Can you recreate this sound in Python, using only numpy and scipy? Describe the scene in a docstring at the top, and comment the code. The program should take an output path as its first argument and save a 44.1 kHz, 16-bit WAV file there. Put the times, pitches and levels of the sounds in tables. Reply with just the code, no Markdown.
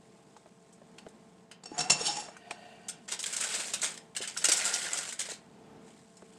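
"""Foil bent on a baking tray

Hands bend aluminium foil in a small kitchen: snaps sound as decaying noise runs over a lumpy crackle.
Earlier a metal pan is dragged and knocked on a hob, later the tray slides: noise drives their resonances.
Squeaks are short wavering tones, taps are damped notes with puffs and clicks; air noise and a fridge-like
hum lie beneath. A short room tail follows the loud near sounds."""
import sys
import numpy as np
from scipy import signal
from scipy.fft import rfft, irfft, next_fast_len
from scipy.io import wavfile
from scipy.ndimage import uniform_filter1d, map_coordinates

SR = 44100
rng = np.random.default_rng(int(sys.argv[2]) if len(sys.argv) > 2 else 0)


def unload_wav(signal):
    """Save mono or channel-first audio to the path in sys.argv[1] as 16-bit WAV at rate SR, clipped to [-1, 1]."""
    wavfile.write(
        sys.argv[1],
        SR,
        np.round(np.clip(np.atleast_2d(signal).T, -1, 1) * 32767).astype(np.int16),
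    )


N = 281710
EVENT_SAMPLES = SR // 4  # room for one short event

# Spectrum of crackling foil. Each row: frequency in Hz, relative density in dB per Hz.
FOIL_SPECTRUM = [(1760, -40), (3000, -11), (4190, -10.5), (4550, -11), (4950, -6.5), (5850, -5),
                 (8160, 1.5), (11900, -19), (15800, -27)]
# Spectrum of the broad sheet flexing. Each row: frequency in Hz, relative density in dB per Hz.
SHEET_SPECTRUM = [(180, -72), (300, -16), (560, -8.5), (1180, -11.5), (1460, -6.5), (2950, -7.5),
                  (4000, -9.5), (5200, -9.5), (8800, -120)]


def amp(db):
    """Gain of a level in dB."""
    return 10 ** (np.asarray(db) / 20)


def unit(x):
    """x at rms 1."""
    return x / np.sqrt(np.mean(x ** 2) + 1e-20)


def along(points, hz):
    """(Hz, value) points interpolated on a log frequency axis."""
    point_hz, values = np.transpose(points)
    return np.interp(np.log(hz + 1), np.log(point_hz + 1), values)


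def wobble(knots_per_s):
    """A smooth random curve through normally distributed knots."""
    at = np.arange(0, N + 16, 16)
    knots = rng.standard_normal(int(N * knots_per_s / SR) + 4)
    coarse = map_coordinates(knots, [at * knots_per_s / SR])
    return np.interp(np.arange(N), at, coarse)


def filtered(x, response):
    """x times a complex response of frequency."""
    size = next_fast_len(len(x) + 8192)
    spectrum = rfft(x, size) * response(np.fft.rfftfreq(size, 1 / SR))
    return irfft(spectrum, size)[:len(x)]


def modes(table):
    """Response of resonances (Hz, width Hz, dB), summed with alternating sign."""
    def response(f):
        return sum((-1) ** k * amp(db) * 1j * f * width / (hz * hz - f * f + 1j * f * width)
                   for k, (hz, width, db) in enumerate(table))
    return response


def colour(points):
    """Gain over frequency of a (Hz, dB) spectrum."""
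    return lambda hz: amp(along(points, hz))


def noise(response, patchy_db=0, size=N):
    """Coloured noise of rms 1 with small time-frequency patches of random gain."""
    z = signal.stft(rng.standard_normal(size), nperseg=256)[2]
    patches = uniform_filter1d(rng.standard_normal(z.shape), 3, 0)
    patches = uniform_filter1d(patches, 4, 1)
    patchy = signal.istft(z * amp(patchy_db * unit(patches)), nperseg=256)[1][:size]
    return unit(filtered(patchy, response))


def burst(t60_s, rise_s, bend=1.5):
    """A rise and a fall to -60 dB at t60; the fall in dB speeds up where bend exceeds 1."""
    t = np.arange(EVENT_SAMPLES) / SR
    return (1 - np.exp(-t / rise_s)) * amp(-60 * (t / np.clip(t60_s, .002, 1)) ** bend)


def add(track, start_s, sound):
    """Mix a sound into a track."""
    at = round(start_s * SR)
    track[at:at + len(sound)] += sound[:N - at]


def curve(rows):
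    """One gain per sample from (s, dB) rows, -120 dB outside them."""
    s, db = np.transpose(rows)
    return amp(np.interp(np.arange(N) / SR, s, db, -120, -120))


def stroke(corner_1_s, corner_2_s, corner_3_s, corner_4_s, db, fall_db):
    """Gain of a movement through four corners: low, full, full and fallen, then a quick stop."""
    return curve([(corner_1_s, db - 29.5), (corner_2_s, db), (corner_3_s, db),
                  (corner_4_s, db - fall_db), (corner_4_s + 0.043, db - fall_db - 22)])


def rung(force, table, widen=1):
    """A force rings resonances that swell and fade singly; steady white force of rms 1 gives about rms 1."""
    shift_db, shift_per_s = 2, 18  # the point of contact wanders
    table = [(hz, widen * width, db) for hz, width, db in table]
    ring = np.zeros(N)
    for k, mode in enumerate(table):
        swell = unit(amp(shift_db * wobble(shift_per_s)))
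        ring += (-1) ** k * swell * filtered(force, modes([mode]))
    power = np.abs(modes(table)(np.linspace(1, SR / 2, 4096))) ** 2
    return ring / np.sqrt(np.mean(power))


def background():
    """Steady air noise and the unsteady hum of an appliance, as sines of wandering pitch and level."""
    # Spectrum of the air noise. Each row: frequency in Hz, relative density in dB per Hz.
    air_spectrum = [(25, -53), (43, -22), (84, -16), (165, -3), (235, -1), (261, -8), (449, -7.5),
                    (513, -14), (691, -12.5), (791, -11), (857, -12), (1010, -18.5), (7830, -37.5),
                    (15800, -47)]
    # Hum partials. Each row: mean frequency in Hz, level in dB before a fixed lift and wobble.
    hum_partials = [(178, -69.5), (208, -69), (447, -67), (672, -71), (1061, -77)]
    air_db = -58.5
    hum = np.zeros(N)
    for hz, db in hum_partials:
        level = amp(db + 2.5 + 1.8 * wobble(14))
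        hum += level * np.sin(2 * np.pi * np.cumsum(hz + 4 * wobble(25)) / SR)
    return amp(air_db + 2.0 * wobble(3.103)) * noise(colour(air_spectrum), 0.74) + hum


def kitchen(x):
    """Room tail of shaped noise: each frequency dies at its own speed."""
    # Reverberation of the room. Each row: frequency in Hz, t60 in seconds.
    room_t60 = [(200, 0.28), (2000, 0.33), (10000, 0.1)]
    hz, t, z = signal.stft(rng.standard_normal(SR // 2), SR, nperseg=256)
    decay = amp(-60 * t / along(room_t60, hz)[:, None])
    tail = signal.istft(z * decay, SR, nperseg=256)[1]
    delayed = np.pad(x, (300, 0))  # samples
    return signal.fftconvolve(delayed, tail / np.linalg.norm(tail))[:N]


def taps():
    """Soft contacts and popping panels: a damped note that sags as contact relaxes, a dull puff, a click."""
    # Taps. Each row: start in seconds, level in dB, starting pitch in Hz.
    tap_rows = [(.365, -46.5, 900), (.459, -45, 683), (.816, -48.5, 590), (.983, -46.5, 3350),
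                (1.065, -34, 470), (1.716, -38, 333), (1.925, -37.5, 160), (2.008, -29, 487),
                (2.284, -35, 642), (2.366, -44.5, 1590), (2.509, -32.5, 2565), (2.509, -31, 687),
                (3.2397, -30.5, 3440), (4.205, -37, 430), (4.365, -33, 1480), (4.52, -24.5, 2400),
                (5.193, -37.5, 1792), (5.287, -41.5, 660), (5.319, -40, 475), (6.222, -41, 430)]
    click_db, click_t60_s = -8, 0.0044
    out, t = np.zeros(N), np.arange(EVENT_SAMPLES) / SR
    for s, db, hz in tap_rows:
        body = modes([(.9 * hz, 1.1 * hz, 0)])
        puff = noise(lambda f: body(f) ** 2, size=EVENT_SAMPLES)
        note = np.sin(2 * np.pi * hz * t * (1 - 4 * t))
        edge = noise(lambda f: f / (f + hz) / (1 + (f / 5000) ** 4), size=EVENT_SAMPLES)
        click = amp(click_db) * burst(click_t60_s, 0.00016, 0.81) * edge
        add(out, s, amp(db) * (burst(0.039, 0.0005, 1.08) * (note + 0.71 * puff) + click))
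    return out


def tray():
    """Sliding friction, as fitful noise, sings in the low modes of the tray; it begins abruptly and fades."""
    # The tray slide: four corner times of its level in seconds, not in rising order, then force in dB
    # and fall in dB.
    slide = (4.5, 4, 4, 5, -38, 11)
    # Tray modes. Each row: frequency in Hz, width in Hz, relative level in dB.
    tray_modes = [(740, 64, -8.5), (1431, 46, 0), (1780, 330, -8), (2000, 140, -1), (2146, 49, -4)]
    fits = unit(amp(1.1 * wobble(45)))
    friction = stroke(*slide) * fits * noise(np.ones_like, patchy_db=1.5)
    return rung(friction, tray_modes)


def squeaks():
    """Metal sticks and slips on one note: short sines of slightly unsteady pitch and level."""
    # Squeaks. Each row: start in seconds, length in seconds, mean pitch in Hz, level in dB before a lift.
    squeak_rows = [(1.639, 0.076, 2700, -64.5), (1.715, 0.062, 847, -52), (1.735, 0.032, 6720, -53),
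                   (1.763, 0.065, 727, -41.5), (1.839, .06, 740, -46), (1.932, 0.021, 2736, -45),
                   (2.05, 0.041, 2967, -40.5), (2.078, 0.0314, 817, -36.5), (2.091, 0.013, 5380, -33),
                   (2.167, 0.029, 852, -38.5), (4.657, 0.027, 1387, -37.5)]
    out, waver, flutter = np.zeros(N), 1 + 0.01 * wobble(70), amp(2.2 * wobble(90))
    for s, length_s, hz, db in squeak_rows:
        at, size = round(s * SR), round(length_s * SR)
        tone = np.sin(2 * np.pi * hz * np.cumsum(waver[at:at + size]) / SR)
        add(out, s, amp(db + 4.0) * signal.windows.tukey(size, .5) * tone)
    return out * flutter


def pan():
    """Grit under the moving pan drives its rim and base as noise; blows do the same in short bursts."""
    # Force of the grit on the rim. Each row: time in seconds, force in dB.
    drag = [(1.62, -81), (1.73, -60.5), (1.88, -54), (1.97, -42.5), (2.07, -34.5), (2.13, -41.5),
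            (2.2, -43), (2.32, -64.5), (2.4, -95)]
    # Blows. Each row: start in seconds, level in dB before scaling to a force, force t60 in seconds.
    blow_rows = [(1.635, -25.5, 0.019), (1.655, -28, 0.032), (1.7787, -19.5, 0.043), (1.788, -13.5, 0.032),
                 (1.804, -10.5, 0.036), (1.84, -25.5, .03), (1.8977, 1, .02), (1.902, 1.5, 0.022),
                 (1.915, -7.5, 0.032), (2.051, -35, 0.11), (2.166, -20, 0.03), (2.507, -21, 0.024)]
    # Modes of the rim, the base and the scrape. Each row: frequency in Hz, width in Hz, relative level in dB.
    rim_modes = [(2700, 35, -4), (4560, 87, -9.5), (5387, 70, -1.5), (5520, 81, -0.5), (6530, 200, -11),
                 (6770, 59, -3), (7140, 95, -6), (7450, 50, -8), (7620, 45, -3), (7750, 210, -13),
                 (8440, 180, -12), (10100, 60, -12.5)]
    base_modes = [(150.7, 93, 1), (444, 310, 2.5), (740, 45, 5), (826, 45, 8.5), (1280, 1900, -1)]
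    scrape_modes = [(700, 49, 13), (1530, 70, 0.5), (1860, 80, 1.5), (2350, 65, -0.5), (2800, 200, 0),
                    (4700, 140, -7.5)]
    # Spectrum of the grit hiss. Each row: frequency in Hz, relative density in dB per Hz.
    grit_spectrum = [(600, -24), (1200, -27.5), (3000, -1.5), (5500, -3), (8000, -1.5), (10400, -5.5),
                     (15800, -53.5)]
    # Base rumble, then the last light scrape: start, full, easing and end in seconds, level in dB,
    # fall by the end in dB.
    rumble = (1.66, 1.77, 2.13, 2.35, -46, 14)
    settle = (2, 2.5, 2.5, 3, -53, 9)
    thud_db, thud_db_per_blow_db = -22.5, 0.65  # the thud grows less than the rim
    scrape_rim_db, settle_grit_db = -12, -14.5
    blow_damping = 1.6  # a blow presses the rim down and widens its modes

    drag_force, base_force = curve(drag), stroke(*rumble)
    settling = stroke(*settle)
    scrape = amp(scrape_rim_db) * drag_force + settling
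    drag_force = drag_force * unit(amp(2.5 * wobble(54)))
    blows = np.zeros(N)
    for s, db, t60_s in blow_rows:
        add(blows, s, amp(db - 8.5) * burst(t60_s, 0.0032, 1.154))  # headroom for noise peaks
        add(base_force, s, amp(thud_db + thud_db_per_blow_db * db) * burst(t60_s, 0.0033, 1.28))

    grit = noise(np.ones_like, patchy_db=4.5)
    rim = rung(drag_force * grit, rim_modes) + rung(blows * grit, rim_modes, blow_damping)
    hiss_level = amp(-3.0) * drag_force + amp(-6.0) * blows + amp(settle_grit_db) * settling
    hiss = hiss_level * noise(colour(grit_spectrum), 4.2)
    body = filtered(base_force * noise(modes(base_modes)),
                    lambda hz: 1 / (1 + (110 / (hz + 1)) ** 8) / (1 + (hz / 2600) ** 4))
    # little is radiated above the top modes
    metal = filtered(rim + hiss + body, lambda hz: 1 / (1 + (hz / 10800) ** 20))
    return metal + rung(scrape * noise(np.ones_like, 2.2), scrape_modes)


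def rustle():
    """Countless tiny buckles: short puffs of uneven size that overlap into a lumpy hiss."""
    # How hard the hands work the foil. Each row: time in seconds, crackle level in dB.
    bending = [(0, -70.5), (1.4, -73), (1.6, -85.5), (3.04, -69), (3.15, -67), (3.3, -45.5), (3.45, -39),
               (3.62, -41), (3.8, -49.5), (3.94, -47), (4.01, -67), (4.14, -74.5), (4.33, -56), (4.42, -44),
               (4.6, -36), (4.92, -40), (5.1, -44), (5.18, -61), (5.27, -45.5), (5.4, -70.5), (5.8, -78.5),
               (5.88, -63.5), (6.1, -69), (6.39, -66)]
    buckles_per_s, flex_db = 300, -2.5  # flexing sheet against the crackle
    sizes = amp(1.9 * rng.exponential(size=N).clip(0, 3.5))
    buckles = (rng.random(N) < buckles_per_s / SR) * sizes
    power = signal.fftconvolve(buckles ** 2, burst(0.02, 0.0004, 1) ** 2)[:N]
    lumps = unit(0.88 + np.sqrt(np.abs(power)))
    crackle = noise(colour(FOIL_SPECTRUM), 1.2)
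    flexing = amp(flex_db) * noise(colour(SHEET_SPECTRUM), 3.0)
    return lumps * curve(bending) * (crackle + flexing)


def facet_noise(points, facets):
    """Noise of a spectrum, raised at the notes on which the facets ring."""
    return noise(lambda f: colour(points)(f) * (1 + np.abs(facets(f))), 3.0, size=EVENT_SAMPLES)


def snaps():
    """Creases give way in cracks and rattling runs, coloured with random notes of the facets beside them."""
    # Bursts of noise: snapping creases, and a faint burst at 4.15 s just ahead of the next snap. Each row:
    # start in seconds, level in dB before headroom, sheet against foil in dB, t60 of the run in seconds.
    burst_rows = [(0.367, -46, -8, 0.043), (0.727, -45.5, -18, 0.054), (0.9834, -37, -0.5, 0.032),
                  (1.0844, -45.5, -22, 0.05), (1.513, -38.5, 1.5, 0.051), (2.368, -40.5, -13, 0.031),
                  (2.8839, -21, -12, 0.063), (3.079, -32, -1.5, 0.13), (3.116, -22, -2, 0.084),
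                  (3.1231, -21, -3, 0.031), (3.1909, -24, -8, 0.048), (3.202, -24.5, -14, 0.044),
                  (3.228, -21.5, -22.5, 0.04), (3.2393, -22, -7.5, 0.029), (3.2594, -21.5, -9.5, 0.071),
                  (3.3265, -21.5, -24, 0.049), (3.3319, -22.5, -8, 0.055), (3.3638, -19, -12, 0.044),
                  (3.4054, -18, -9, 0.058), (3.4365, -20.5, -9, 0.057), (3.444, -25, -3, 0.058),
                  (3.4993, -25, -4.5, 0.11), (3.5372, -21.5, -5.5, 0.11), (3.594, -24, -3, 0.11),
                  (3.6668, -27, -14.5, 0.081), (3.736, -15, -8.5, 0.053), (3.8175, -17, -15.5, 0.025),
                  (3.825, -18, -6, 0.15), (3.9759, -34.5, 1, 0.032), (4.15, -35, -1.5, 0.053),
                  (4.1645, -17, -8.5, 0.051), (4.2119, -26, -1, 0.13), (4.273, -26, -4.5, 0.091),
                  (4.372, -18.5, -13, 0.056), (4.4416, -10.5, -5.5, 0.069), (4.454, -9, -19.5, 0.021),
                  (4.485, -9.5, -4, 0.057), (4.5166, -9, -16.5, 0.067), (4.534, -12, -26, 0.026),
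                  (4.567, -15.5, -23.5, 0.074), (4.643, -16.5, -11, 0.14), (4.7322, -17, -19, 0.11),
                  (4.9321, -17, -13, 0.04), (4.973, -16.5, -15, 0.05), (4.9877, -21.5, -4, 0.027),
                  (5.089, -26, -11, 0.046), (5.124, -25, -7, 0.054), (5.1907, -18.5, -15.5, 0.077),
                  (5.2022, -20, -8.5, 0.07), (5.2882, -28, -3.5, 0.14), (6.169, -40.5, -27.5, 0.034)]
    rise_per_t60_squared = 0.39  # a long run swells slowly (rise in s per s squared)
    crack_db, crack_t60_s = -0.4, .006  # first crack against the run
    out, rattle = np.zeros(N), amp(1.8 * wobble(420))
    for s, db, sheet_db, t60_s in burst_rows:
        notes_hz = 1300 * 7 ** np.sort(rng.random(size=6))
        facets = modes([(hz, 0.039 * hz, -2) for hz in notes_hz])
        run = burst(t60_s, rise_per_t60_squared * t60_s ** 2, 1.49)
        crack = amp(crack_db) * burst(crack_t60_s, 0.00018, 0.67)
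        foil = facet_noise(FOIL_SPECTRUM, facets)
        sheet = amp(sheet_db) * facet_noise(SHEET_SPECTRUM, facets)
        add(out, s, amp(db - 12.0) * (run / run.max() + crack) * (foil + sheet))  # headroom for noise peaks
    return out * unit(rattle)


def scene():
    """Loud near sounds excite the room; soft taps and diffuse sounds are heard as they are."""
    near = snaps() + pan() + squeaks() + tray()
    return (near + amp(-8.5) * kitchen(near) + taps() + rustle() + background())[None]


def record(dry):
    """The microphone rolls off the treble and keeps nothing above its band limit."""
    top_hz, rolloff_hz = 15850, 12500
    return filtered(dry[0], lambda hz: (hz < top_hz) / (1 + (hz / rolloff_hz) ** 6))[None]


dry = scene()
out = record(dry)
unload_wav(out)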